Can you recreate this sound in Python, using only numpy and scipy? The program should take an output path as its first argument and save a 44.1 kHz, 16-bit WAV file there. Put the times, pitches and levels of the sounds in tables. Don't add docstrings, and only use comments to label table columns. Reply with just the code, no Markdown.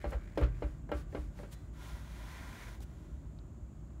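import sys
import numpy as np
from scipy import signal
from scipy.fft import rfft, irfft
from scipy.io import wavfile

SR = 44100
rng = np.random.default_rng(int(sys.argv[2]) if len(sys.argv) > 2 else 0)


def log_audio(samples):
    frames = np.atleast_2d(samples).T
    limited = np.clip(frames, -1, 1)
    pcm = np.round(limited * 32767).astype(np.int16)
    wavfile.write(sys.argv[1], SR, pcm)


N = 176400
T = np.arange(N) / SR

# start in seconds, level in dB, hardness of the contact as a
# cut-off in Hz, rattle trim in dB, thunk in dB relative to the ring, thunk pitch in Hz.
KNOCKS = [(0.0415, -27.5, 2360, -1, 0.5, 437), (.107, -46, 800, 5, 6, 377), (.119, -32.5, 2600, 2, -4, 570),
          (.1325, -36, 3000, 0.5, 7, 580), (0.3745, -25.5, 5000, -1, 8.5, 523),
          (.412, -32.5, 1920, 7.5, 8, 510), (.424, -37, 2720, 12, 1, 536), (0.433, -41.5, 6400, 10, 0, 496),
          (.622, -31.5, 2460, 3, 4.5, 480), (0.891, -43, 1700, 7, 2.5, 592),
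          (0.916, -25, 2870, -2, 1.5, 480), (1.127, -43, 900, -3, 4, 386), (1.1475, -32.5, 3080, 3, 7, 443),
          (1.170, -41.5, 1410, 5, -14, 640), (1.389, -38.5, 1600, -7, -10, 560),
          (1.432, -44.5, 2650, 8.5, 2.5, 576), (2.804, -55.5, 2400, 4, 7.5, 800)]
# middle in seconds, half length in seconds, level in dB.
SWISHES = [(1.531, 0.011, -55.5), (2.828, 0.01, -59.5)]


def from_db(db):
    return 10 ** (np.asarray(db) / 20)


def noise(colour, peaks=(), peak_width_hz=65):
    hz, db = np.transpose(colour)
    f = np.maximum(np.arange(N // 2 + 1) * SR / N, 1)
    lift_db = sum(lift * np.exp(-((f - centre) / peak_width_hz) ** 2) for centre, lift in peaks)
    gain = from_db(np.interp(np.log(f), np.log(hz), db) + lift_db) * np.minimum(f / hz[0], 1) ** 2
    return irfft(rfft(rng.standard_normal(N)) * gain, N) / np.sqrt(np.mean(gain ** 2))


def drift(per_second):
    return np.interp(T * per_second, np.arange(4000), rng.standard_normal(4000))


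def decay(age, t60):
    return from_db(-60 * age / t60)


def attack(age, rise_s):
    return 1 - np.exp(-age / rise_s)


def dying(start, t60):
    return (T >= start) * decay(np.clip(T - start, 0, 4 * t60), t60)


def cut(x, hz, kind, order=2):
    return signal.sosfilt(signal.butter(order, hz, kind, fs=SR, output="sos"), x + 1e-18)


def add(out, s, sound):
    start = int(s * SR)
    out[start:start + len(sound)] += sound


def struck(modes, age, scatter_db=2.5):
    ring = np.zeros(len(age))
    for hz, db, t60 in modes:
        strength = from_db(db + scatter_db * rng.standard_normal())
        ring += strength * decay(age, t60) * np.sin(2 * np.pi * (hz * age + rng.random()))
    return ring * attack(age, rise_s=0.0027)


def strokes(rows, colour):
    swells = sum(from_db(db) * np.exp(-0.5 * ((T - s) / half) ** 2) for s, half, db in rows)
    return noise(colour) * swells


def background(hum_hz=152.7):
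    # frequency in Hz, relative level in dB.
    rumble = [(35, -9), (53, 6), (75, -3.5), (110, -6.5), (200, -14), (350, -19), (470, -32), (600, -27),
              (780, -35.5), (1100, -36), (1500, -40.5), (2500, -60), (5000, -62.5)]
    hiss = [(2000, 1.5), (5500, -9.5), (6300, -3), (7100, 5), (7900, -3), (9000, -11), (16000, -43)]
    hum = np.sin(2 * np.pi * hum_hz * T + drift(5.7)) * (1 + 0.6 * drift(2.5))
    return from_db(-46) * noise(rumble) + from_db(-59) * hum + from_db(-77) * noise(hiss)


def rubs(grain_db=3.5):
    # middle in seconds, half length in seconds, level in dB.
    moves = [(.025, 0.031, -58.5), (.28, 0.27, -67), (.57, 0.024, -78), (2.4, 0.15, -61.5),
             (2.645, 0.079, -60)]
    # frequency in Hz, relative level in dB.
    colour = [(500, -10), (1100, -15.5), (1700, -5), (2400, -7.5), (2700, -17.5), (4000, -21.5),
              (16000, -35)]
    return strokes(moves, colour) * from_db(grain_db * drift(per_second=260))


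def clacks():
    # frequency in Hz, relative level in dB, time to fall 60 dB in seconds.
    contact_modes = [(880, 2, 0.013), (1856, -8.5, 0.013), (3190, -14.5, 0.016), (4170, -16, 0.029),
                     (5100, -21.5, 0.031)]
    shaft_modes = [(214, -21, .22), (301, -10, .27), (358, -18, .14), (430, -17, .07), (492, -11, .13),
                   (579, -5.5, .15), (680, -16, .14), (800, -16, .13), (1163, -25, .18), (1340, -21, .15),
                   (1590, -22, .18), (2135, -26, .12), (2385, -24, .11), (2875, -23, .06)]
    out, age = np.zeros(N + SR), T[:SR // 2]
    thunk_shape = attack(age, rise_s=0.00079) * decay(age, t60=0.021)
    for s, db, hardness_hz, _, thunk_db, thunk_hz in KNOCKS:
        thunk = from_db(thunk_db) * thunk_shape * np.cos(2 * np.pi * thunk_hz * age)
        ring = struck(contact_modes + shaft_modes, age)
        add(out, s, from_db(db) * cut(ring + thunk, hardness_hz, "low"))
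    return out[:N]


def rattle():
    # frequency in Hz, relative level in dB.
    colour = [(70, -12), (110, 2.5), (250, -8.5), (420, 0.5), (650, -14), (1000, -11), (2000, -18),
              (3000, -21.5), (5000, -29), (9000, -34), (16000, -40)]
    out, age, wash = np.zeros(N + SR), T[:SR], noise(colour)
    rise = attack(age, rise_s=0.00087)
    tail = from_db(-38) * decay(age, t60=1)
    for s, db, hardness_hz, trim_db, *_ in KNOCKS:
        body = from_db(trim_db - 11) * decay(age, t60=0.16)
        texture = cut(np.roll(wash, rng.integers(N))[:SR], hardness_hz, "low")
        add(out, s, from_db(db) * rise * (body + tail) * texture)
    return out[:N]


def tube(ring_cycles=1480, split_hz=1660):
    tube_hz = [1168, 1427, 1507, 1588, 1900, 2008, 3445, 3620, 3935, 4020, 6616, 6869]
    partials = [(hz, 0, ring_cycles / hz) for hz in tube_hz]
    out, age = np.zeros(N + SR), T[:SR // 2]
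    for s, db, *_ in KNOCKS:
        add(out, s, from_db(db - 42) * cut(struck(partials, age), split_hz, "low"))
    s, _, db = SWISHES[0]
    add(out, s, from_db(db - 19.5) * cut(struck(partials, age), split_hz, "high"))
    return out[:N]


def shudders(shudder_hz=57.1, sway_hz=45.7, rise_s=0.016):
    # start in seconds, level in dB.
    jolts = [(0.057, -29), (0.144, -28), (0.416, -18.5), (0.636, -28), (0.939, -30.5), (1.176, -30)]
    out = np.zeros(N)
    for s, db in jolts:
        age = np.maximum(T - s, 0)
        swell = (age / rise_s * np.exp(1 - age / rise_s)) ** 1.2
        out += from_db(db) * swell * np.sin(2 * np.pi * shudder_hz * age)
        settle = attack(age, rise_s) * dying(s, t60=0.69)
        out += from_db(db - 7) * settle * np.sin(2 * np.pi * sway_hz * age)
    return out


def brushes():
    # middle in seconds, half length in seconds, level in dB.
    moves = [(.11, 0.035, -60.5), (.41, 0.034, -62), (.66, 0.083, -68), (.98, 0.034, -58.5),
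             (1.19, 0.063, -63.5), (1.4, 0.033, -62.5), (1.55, 0.11, -69.5)]
    # frequency in Hz, relative level in dB.
    colour = [(300, 5), (1500, 7), (3200, -1), (9000, -7), (16000, -14.5)]
    return strokes(moves, colour)


def ticks():
    # start in seconds, level in dB, centre in Hz, width as a ratio to either side.
    contacts = [(0.107, -56.5, 7440, 1.8), (0.1315, -41.5, 2030, 0.79), (0.3768, -57, 7500, 2.1),
                (0.413, -57.5, 10000, 1.9), (0.892, -53, 1790, 1.23), (0.916, -58, 9500, 2.3),
                (1.126, -52, 1850, 1.06), (1.389, -50, 1820, 0.94), (2.805, -57.5, 6000, 2),
                (3.388, -62, 4100, 1.18), (3.905, -58, 900, 1.3)]
    out = np.zeros(N)
    for s, db, hz, width in contacts:
        width = max(width, 1.05)
        band = signal.butter(2, [hz / width, hz * width], "band", fs=SR, output="sos")
        burst = signal.sosfilt(band, rng.standard_normal(N))
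        out += from_db(db) * dying(s, t60=0.025) * burst / burst.std()
    return out


def boom(start_s=0.403, hz=121.8):
    return from_db(-34.5) * dying(start_s, t60=1) * np.sin(2 * np.pi * hz * (T - start_s))


def swishes():
    # frequency in Hz, relative level in dB.
    colour = [(500, 4), (2500, 5.5), (8000, 3), (16000, -3)]
    return strokes(SWISHES, colour)


def scrape():
    # time in seconds, gain in dB.
    ride = [(1.73, -72.5), (1.82, -57), (1.89, -56), (2.04, -61.5), (2.17, -58), (2.33, -55), (2.67, -57.5),
            (2.75, -61), (2.79, -72), (3.05, -71), (3.4, -85)]
    treble_lift = [(1.85, 4), (2.4, 1), (2.7, 3.5)]
    # frequency in Hz, gain in dB.
    colour = [(300, -23), (600, -0.5), (1000, -0.5), (1500, -5), (2300, -10.5), (2650, -9), (3500, -7),
              (4900, -14), (6400, -12.5), (7800, -18), (9300, -17.5), (16000, -23.5)]
    hollow = [(600, 1.5), (1005, 7.5), (1410, 9), (1590, 8.5), (1800, 6), (1960, 12), (2150, 9.5),
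              (2390, 9)]
    level = from_db(np.interp(T, *np.transpose(ride), left=-120, right=-120))
    treble_gain = from_db(np.interp(T, *np.transpose(treble_lift)))
    rush = noise(colour, hollow)
    treble = cut(rush, 4600, "high", order=1)
    return level * (rush + treble * (treble_gain - 1))


def scene():
    shaft = clacks() + rattle() + tube() + shudders() + boom()
    handling = brushes() + rubs() + swishes() + scrape() + ticks()
    return (shaft + handling + background())[None]


def record(dry):
    fade_s, low_cut_hz, high_cut_hz = 0.003, 43, 15700
    heard = cut(dry * np.minimum(T / fade_s, 1), low_cut_hz, "high", order=4)
    return signal.sosfilt(signal.ellip(12, 0.1, 80, high_cut_hz, fs=SR, output="sos"), heard)


dry = scene()
out = record(dry)
log_audio(out)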